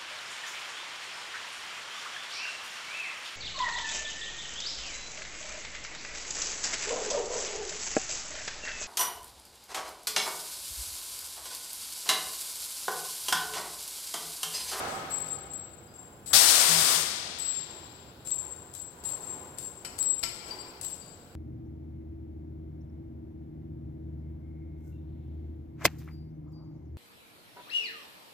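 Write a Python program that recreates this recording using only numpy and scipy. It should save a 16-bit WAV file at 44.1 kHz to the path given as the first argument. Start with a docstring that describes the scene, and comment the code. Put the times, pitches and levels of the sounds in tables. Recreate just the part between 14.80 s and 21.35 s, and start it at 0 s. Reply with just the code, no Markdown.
"""In a large workshop hall, a steel machine's pneumatic cylinder vents: shaped noise follows the falling
pressure. Its frame groans and thuds briefly: a wavering sine and bursts of low noise. A threaded part is turned
by hand in short strokes: noise scrapes and ticks, and a gliding tone squeaks. Loose steel clinks as blurred
decaying modes, and a second contact on the thread squeals drily on single lower notes. Behind lie a dying
distant bang, murmur, swells of far work and faint motor hum: decaying or steady noise and sines."""
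import sys
import numpy as np
from scipy import signal
from scipy.fft import rfft, irfft, next_fast_len
from scipy.io import wavfile
from scipy.ndimage import map_coordinates

SR = 44100
rng = np.random.default_rng(int(sys.argv[2]) if len(sys.argv) > 2 else 0)


def unload_wav(signal):
    """Save mono or channel-first audio to the path in sys.argv[1] as 16-bit WAV at rate SR, clipped to [-1, 1]."""
    wavfile.write(
        sys.argv[1],
        SR,
        np.round(np.clip(np.atleast_2d(signal).T, -1, 1) * 32767).astype(np.int16),
    )


N = 288940  # samples


def amp(db):
    """Level to amplitude: 20 dB is a factor of ten."""
    return 10 ** (np.asarray(db) / 20)


def unit(x):
    """Normalisation to a root-mean-square value of 1."""
    return x / np.sqrt(np.mean(x ** 2) + 1e-20)


def along(points, hz):
    """Interpolation of (frequency_hz, value) points on a logarithmic frequency axis."""
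    frequency, value = np.transpose(points)
    return np.interp(np.log(hz + 1), np.log(frequency), value)


def wobble(rate, size=N):
    """Slow random modulation: a smooth curve through normal random knots, rate knots a second."""
    knots = rng.standard_normal(int(size * rate / SR) + 4)
    return map_coordinates(knots, [np.arange(size) * rate / SR])


def filtered(x, response):
    """Linear filtering: the spectrum of x times a response given as a function of frequency."""
    m = next_fast_len(x.shape[-1] + SR // 4)  # zero padding limits wrap-around
    spectrum = rfft(x, m) * response(np.fft.rfftfreq(m, 1 / SR))
    return irfft(spectrum, m)[..., :x.shape[-1]]


# Coherence of the diffuse field: frequency_hz, left_right_likeness (0 to 1)
LIKENESS = [(100, 0.89), (250, 0.85), (500, 0.84), (1000, 0.14), (2000, 0)]


def spread(pair):
    """Diffuse-field coherence: two unrelated signals become alike in the bass, unrelated above."""
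    def mid_side_gains(hz):
        angle = np.arccos(np.clip(along(LIKENESS, hz), -1, 1)) / 2
        return np.array([np.cos(angle), np.sin(angle)])

    mid, side = filtered(pair, mid_side_gains)
    return np.array([mid + side, mid - side])


def noise(spectrum, peaks=()):
    """Resonant filtering of random noise: stereo, rms 1, peaks standing on a broad spectrum."""
    def response(hz):
        lift = 1 + sum(amp(db) / (1 + (2 * (hz - centre) / width) ** 2) for centre, width, db in peaks)
        return amp(along(spectrum, hz)) * lift

    return unit(filtered(spread(rng.standard_normal((2, N))), response))


def decay(t, t60):
    """Exponential damping: the level falls 60 dB in t60 seconds."""
    return np.exp(-np.log(1000) * t / t60)


def gate(start, end, attack, t60):
    """Attack, hold and release: a linear rise from start, a hold until end, then exponential decay."""
    t = np.arange(N) / SR
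    return np.clip((t - start) / attack, 0, 1) * decay(np.maximum(t - end, 0), t60)


def add(track, s, sound):
    """Superposition: a sound is summed into a track from time s."""
    part = track[..., round(s * SR):][..., :sound.shape[-1]]
    part += sound[..., :part.shape[-1]]


def die_away(x, t60s):
    """Frequency-dependent damping: every band of x decays at its own rate."""
    hz, t, bands = signal.stft(x, SR, nperseg=256)
    damped = bands * decay(t, along(t60s, hz)[:, None])
    return signal.istft(damped, SR, nperseg=256)[1][:, :x.shape[-1]]


# Faint steady hiss, spectral shape: frequency_hz, relative_level_db (per Hz)
HISS = [(300, -38), (1500, -6), (3000, -6), (6000, -14.5), (10000, -12), (15500, -10.5)]


def hiss(level_db=-63):
    """Stationary noise: a faint hiss of constant level lies on both sides."""
    return amp(level_db) * noise(HISS)


# Hall murmur, spectral shape: frequency_hz, relative_level_db (per Hz)
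MURMUR_SPECTRUM = [(15, -60), (25, -26), (75, -2.5), (161, -4), (195, -7), (398, -11.5), (516, -10),
                   (731, -18.5), (840, -14.5), (983, -23), (1600, -20.5), (2080, -51), (3520, -120)]


def murmur(level_db=-54.0):
    """Stationary noise: broad low-pitched sound fills the hall with slight unsteadiness of level."""
    return amp(level_db + 1.1 * wobble(5)) * noise(MURMUR_SPECTRUM)


# Motor tones: pitch_hz (centre), relative_level_db (centre, before hum's offset)
MOTORS = [(75.4, -67.5), (344.5, -66.5), (716, -67), (1432, -73.5)]


def hum(offset_db=-1):
    """Periodic vibration: each motor sounds one sine of slightly wandering pitch and level."""
    total = 0
    for hz, db in MOTORS:
        level = amp(db + wobble(3.55))
        phase = 2 * np.pi * np.cumsum(hz + wobble(6)) / SR
        total = total + level * unit(np.sin(phase))
    return amp(offset_db) * total


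# Swells of far work: peak_s, level_db
FAR_SWELLS = [(0, -42), (1.25, -56), (2.95, -50.5), (3.65, -51), (4.3, -48.5), (4.53, -48.5), (5.15, -51),
              (5.72, -47)]
# Far work, spectral shape: frequency_hz, relative_level_db (per Hz)
FAR_SPECTRUM = [(100, -11), (350, 0.5), (650, -2), (1000, -3), (1500, -7.5), (2500, -14), (5000, -23.5)]
# Far work, resonances: frequency_hz, width_hz, relative_level_db
FAR_RESONANCES = [(386, 81, -6.5), (857, 31, 1), (1010, 67, 2)]


def far_work(rise_s=0.15, t60=2.74):
    """Reverberant build-up and decay: each swell grows exponentially, then fades in the hall."""
    t = np.arange(N) / SR
    swells = []
    for peak_s, db in FAR_SWELLS:
        build_up = np.exp(np.minimum(t - peak_s, 0) / rise_s)
        swells.append(amp(db) * build_up * decay(np.maximum(t - peak_s, 0), t60))
    # unrelated swells sum in energy
    return np.linalg.norm(swells, axis=0) * noise(FAR_SPECTRUM, FAR_RESONANCES)


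# Distant bang, spectral shape: frequency_hz, relative_level_db (per Hz)
BANG_SPECTRUM = [(40, -25), (80, -17), (160, -10), (300, -13.5), (500, -8), (750, -5), (1000, -8),
                 (1400, -8.5), (2100, -15.5), (4500, -21), (9000, -26), (15000, -45)]
# Distant bang, resonances: frequency_hz, width_hz, relative_level_db
BANG_RESONANCES = [(777, 27, 7.5), (1262, 43, 10), (1680, 27, 2), (2177, 33, 7)]
# Reverberation of the hall, also used by room(): frequency_hz, t60_s
HALL_T60 = [(100, 4.75), (1000, 2.1), (4000, 2.5), (7600, 1.31), (11000, 0.83), (16000, 0.4)]


def distant_bang(level_db=-33):
    """Reverberant decay: only the hall's ringing tail is left of a bang far away."""
    return amp(level_db) * die_away(noise(BANG_SPECTRUM, BANG_RESONANCES), HALL_T60)


def room(x, near_db=-5, near_t60=0.39, hall_db=-6):
    """Reverberation by convolution: nearby steel surfaces answer quickly, the big hall slowly."""
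    near = die_away(rng.standard_normal((2, 2 * SR)), [(1000, near_t60)])
    hall = die_away(rng.standard_normal((2, 2 * SR)), HALL_T60)
    near = amp(near_db) * near / np.linalg.norm(near[0])
    hall = amp(hall_db) * hall / np.linalg.norm(hall[0])
    delayed = np.pad(spread(near + hall), ((0, 0), (SR // 200, 0)))  # begins 5 ms after the direct sound
    return x + signal.fftconvolve(x, delayed, axes=1)[:, :N]


# Dull pushes on the frame: start_s, level_db, t60_s
PUSHES = [(1.53, -38.5, 0.2), (1.95, -47.5, 0.65), (5.431, -62, .25)]
# Frame thud, spectral shape: frequency_hz, relative_level_db (per Hz)
FRAME_SPECTRUM = [(30, -17), (55, 2.5), (110, -1), (250, -9), (500, -40), (1500, -80)]


def jolts():
    """Impulsive excitation of a heavy body: the frame thuds in low noise when loaded or struck."""
    push, t = np.zeros(N), np.arange(SR // 2) / SR
    for s, db, t60 in PUSHES:
        add(push, s, amp(db) * np.minimum(t / 0.0046, 1) * decay(t, t60))
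    return push * noise(FRAME_SPECTRUM)


# The frame under load: start_s, length_s, level_db (sine amplitude, before random variation)
FRAME_LOADS = [(1.878, 0.12, -38), (2.138, 0.063, -46.5)]


def groan(pitch_hz=162, waver_hz=4, attack=0.034, t60=0.27):
    """Forced vibration: the moving piston sets the frame humming unevenly on one wavering sine."""
    load = sum(amp(db) * gate(s, s + length, attack, t60) for s, length, db in FRAME_LOADS)
    unevenness = amp(1.5 * wobble(24.1))
    phase = 2 * np.pi * np.cumsum(pitch_hz + waver_hz * wobble(29.8)) / SR
    return load * unevenness * np.sin(phase)


# A second contact on the thread squeals drily at a lower note: start_s, pitch_hz (centre), level_db, t60_s
SECOND_CONTACT_SQUEALS = [(1.075, 4920, -67.5, 0.87), (5.708, 4680, -33.5, 0.13), (5.786, 4680, -43.5, 0.35),
                          (6.217, 4680, -55, 0.42)]


def pings(waver_hz=35):
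    """Stick-slip at a second contact: each squeal rings briefly on one buzzing, damped note."""
    ring, t = np.zeros(N), np.arange(SR // 2) / SR
    for s, hz, db, t60 in SECOND_CONTACT_SQUEALS:
        pitch = hz + waver_hz * wobble(425, size=len(t))
        note = np.sin(2 * np.pi * np.cumsum(pitch) / SR)
        add(ring, s, amp(db) * np.minimum(t / 0.0022, 1) * decay(t, t60) * note)
    return ring


# Steel on steel: start_s, level_db (of the chatter), clatter_t60_s
CONTACTS = [(5.048, -34.5, 0.068), (5.429, -31.5, 0.077), (5.435, -26.5, 0.039), (5.443, -52, 0.035),
            (5.68, -46, 0.2)]
# Modes of the loose steel: pitch_hz (centre), relative_level_db (mean), t60_s
STEEL_MODES = [(1350, -21, 0.61), (2110, -16, 0.16), (2600, -30, 0.09), (3020, -13.5, 0.19),
               (4200, -29, 0.16), (4560, -24, 0.15), (5060, -11.5, 0.2), (5660, -24, 0.13),
               (7230, -6.5, 0.087), (7980, -1.5, 0.13), (11600, -7.5, 0.068)]
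# Contact chatter, spectral shape: frequency_hz, relative_level_db (per Hz)
CLATTER_SPECTRUM = [(150, 3.5), (700, -2), (1400, -3.5), (2400, 5), (3500, -5), (4800, 6.5), (6500, -6.5),
                    (9000, -10), (12000, -11), (16000, -42.5)]


def clinks(ring_db=-2.5, attack=0.00071, rattle=0.014):
    """Modal synthesis: loose steel chatters and rings on; the rattling contact blurs its modes."""
    ring, chatter, t = np.zeros(N), np.zeros(N), np.arange(SR // 4) / SR
    rise = 1 - np.exp(-t / attack)
    for s, db, clatter_t60 in CONTACTS:
        for hz, mode_db, t60 in STEEL_MODES:
            pitch = hz * (1 + rattle * wobble(470, size=len(t)))
            cycles = rng.random() + np.cumsum(pitch) / SR
            level = amp(db + ring_db + mode_db + rng.standard_normal())  # modes vary from hit to hit
            add(ring, s, level * rise * decay(t, t60) * np.sin(2 * np.pi * cycles))
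        add(chatter, s, amp(db) * rise * decay(t, clatter_t60))
    return ring + chatter * noise(CLATTER_SPECTRUM)


# The thread catching: start_s, relative_level_db (before the offset in ticks)
CATCHES = [(0.7334, -40.5), (3.472, -34), (3.5054, -36.5), (3.95, -38), (4.2532, -49), (4.2898, -34),
           (4.785, -32), (5.188, -30), (5.227, -30.5), (5.392, -37.5), (6.0122, -34), (6.0467, -30)]
# Rubbing thread, spectral shape, also used by squeaks(): frequency_hz, relative_level_db (per Hz)
SCRAPE_SPECTRUM = [(1000, -8.5), (2500, -9), (4500, -2), (6400, -7.5), (7800, 10.5), (9500, -2.5),
                   (12500, -5), (16000, -9.5)]


def ticks(offset_db=4, t60=0.019):
    """Sudden release: the thread catches with tiny dry snaps of fast-decaying noise."""
    snaps, t = np.zeros(N), np.arange(SR // 8) / SR
    for s, db in CATCHES:
        add(snaps, s, amp(db + offset_db) * np.minimum(t / 0.00099, 1) * decay(t, t60))
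    return snaps * noise(SCRAPE_SPECTRUM)


# Strokes of the thread, levels before fade and decay:
# start_s, length_s, squeal_lock_s, squeal_pitch_hz (mid-stroke), squeal_level_db, scrape_level_db
STROKES = [(0.074, 0.13, .02, 7700, -69, -48.5), (0.299, 0.15, 0.016, 7660, -37.5, -44.5),
           (0.458, 0.092, 0.036, 7653, -35, -50), (0.732, .07, 0.0032, 7660, -40, -59.5),
           (1.138, 0.067, 0.0027, 7550, -50.5, -63.5), (1.459, 0.1, 0.019, 7690, -42, -41),
           (2.585, .13, 0.019, 7705, -34, -43.5), (2.68, 0.12, 0.0064, 7477, -36.5, -54),
           (3.448, 0.051, .02, 7580, -38.5, -48.5), (3.511, 0.041, 0.0035, 7620, -29.5, -45.5),
           (3.579, 0.04, 0.0046, 7510, -35.5, -51), (3.934, 0.094, 0.028, 7660, -44.5, -48.5),
           (4.236, 0.12, 0.021, 7630, -36, -43), (4.418, 0.162, 0.012, 7590, -42, -52.5),
           (4.774, .11, 0.014, 7606, -41.5, -47), (5.18, 0.177, 0.02, 7680, -31, -42.5),
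           (5.779, 0.05, 0.013, 7660, -46.5, -81), (6.018, .15, 0.013, 7650, -41, -45)]
# Partials of the squeal: ratio to its pitch, relative_level_db
SQUEAL_PARTIALS = [(.489, -24.5), (1, 5.5), (1.519, -29)]


def squeaks(waver_hz=22, flutter_db=3.5, edge=0.0055, glide_hz=40, fade_db_per_s=17, scrape_t60=0.77):
    """Stick-slip friction: each stroke scrapes as it breaks loose and locks onto one unsteady high note."""
    squeal, rubbing = np.zeros(N), np.zeros(N)
    t = np.arange(SR // 3) / SR
    for s, length, lock, hz, db, scrape_db in STROKES:
        grip = np.clip(t / 0.0025, 0, 1) * np.clip((length - t) / edge + .5, 0, 1)
        # the note sags a little as the stroke slows
        pitch = hz + glide_hz * (.5 - t / length) + waver_hz * wobble(227, size=len(t))
        phase = 2 * np.pi * np.cumsum(pitch) / SR
        flutter = amp(flutter_db * wobble(103.4, size=len(t)))
        tone = unit(sum(amp(d) * np.sin(ratio * phase) for ratio, d in SQUEAL_PARTIALS) * flutter)
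        # the squeal locks on, then fades as the hand slows
        level = amp(db - fade_db_per_s * t) * np.minimum(t / lock, 1) ** 2
        add(squeal, s, level * grip * tone)
        add(rubbing, s, amp(scrape_db) * grip * decay(t, scrape_t60))
    roughness = unit(amp(1.8 * wobble(300)))
    return squeal + rubbing * roughness * noise(SCRAPE_SPECTRUM)


# Exhaust jet, spectral shape: frequency_hz, relative_level_db (per Hz)
JET_SPECTRUM = [(35, -31), (60, -10), (124, -26), (160, -18), (198, -16), (294, -11), (354, -8), (527, -8),
                (636, -4), (2650, -2), (4640, 1.5), (6430, -0.5), (8320, 0), (14900, -8), (16000, -12)]
# Resonances of the exhaust port: frequency_hz, width_hz, relative_level_db
PORT_RESONANCES = [(1350, 860, -7), (3400, 660, -16), (5000, 440, -14), (8420, 1000, -3)]
# Surges that ring the exhaust port: start_s, level_db (before flicker)
PORT_SURGES = [(1.53, -20.5), (1.664, -26)]
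# Surges, spectral shape: frequency_hz, relative_level_db (per Hz)
SURGE_SPECTRUM = [(300, -25.5), (1000, -13), (2500, -13), (4000, 2.5), (5300, 0), (6500, -5), (8300, -2.5),
                  (15000, -11)]
CRACK_S, OPEN_S, SHUT_S = 1.506, 1.531, 2.15  # the valve cracks, opens fully and shuts
# flow at first, and once the pressure has fallen to that of the supply; time constant of the fall
BURST_DB, SUPPLY_DB, DRAIN_S = -20.5, -28.5, 0.31


def exhaust(split_hz=900, rumble_give=0.63, attack=0.0023, shut_t60=0.49,
            surge_s=0.048, surge_t60=0.19, puff_db=-36, puff_hz=1800):
    """Turbulent jet noise: a dull puff, then the full jet, whose hiss weakens faster than its rumble."""
    jet = noise(JET_SPECTRUM, PORT_RESONANCES)
    age = np.maximum(np.arange(N) / SR - OPEN_S, 0)
    flow = amp(SUPPLY_DB) + (amp(BURST_DB) - amp(SUPPLY_DB)) * np.exp(-age / DRAIN_S)

    def below(corner):
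        return filtered(jet, lambda hz: 1 / (1 + (hz / corner) ** 4))

    rumble = below(split_hz)
    middle = amp((BURST_DB + SUPPLY_DB) / 2)
    rumble_flow = middle * (flow / middle) ** rumble_give  # a power below 1 softens the fall
    blast = gate(OPEN_S, SHUT_S, attack, shut_t60) * (flow * (jet - rumble) + rumble_flow * rumble)
    puff = amp(puff_db) * gate(CRACK_S, OPEN_S, attack, shut_t60) * below(puff_hz)
    surge_level = sum(amp(db) * gate(s, s + surge_s, attack, surge_t60) for s, db in PORT_SURGES)
    flicker = amp(0.65 * wobble(40.42))
    return flicker * (blast + puff + surge_level * noise(SURGE_SPECTRUM))


# Stereo balance: frequency_hz, left_minus_right_db
BALANCE = [(60, -0.5), (110, 0.5), (200, 1), (380, -1.5), (700, -4), (1290, -3.5), (2380, 4.5), (4400, 16),
           (8120, 32.5), (15000, 10.5)]


def scene(ping_room_db=-9):
    """Superposition and level difference: all but the hiss leans left in the treble."""
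    ping = pings()
    machine = exhaust() + squeaks() + ticks() + clinks()
    sound = room(machine + amp(ping_room_db) * ping)  # the pings excite the room only weakly
    sound = sound + ping + groan() + jolts()
    sound = sound + distant_bang() + murmur() + hum() + far_work()

    def sides(hz):
        lean = along(BALANCE, hz)
        return 2 / (1 + amp(np.array([-lean, lean])))

    return filtered(sound, sides) + hiss()


def record(dry, top_hz=15950):
    """Band limitation: nothing is kept at or above top_hz."""
    return filtered(dry, lambda hz: hz < top_hz)


dry = scene()
out = record(dry)
unload_wav(out)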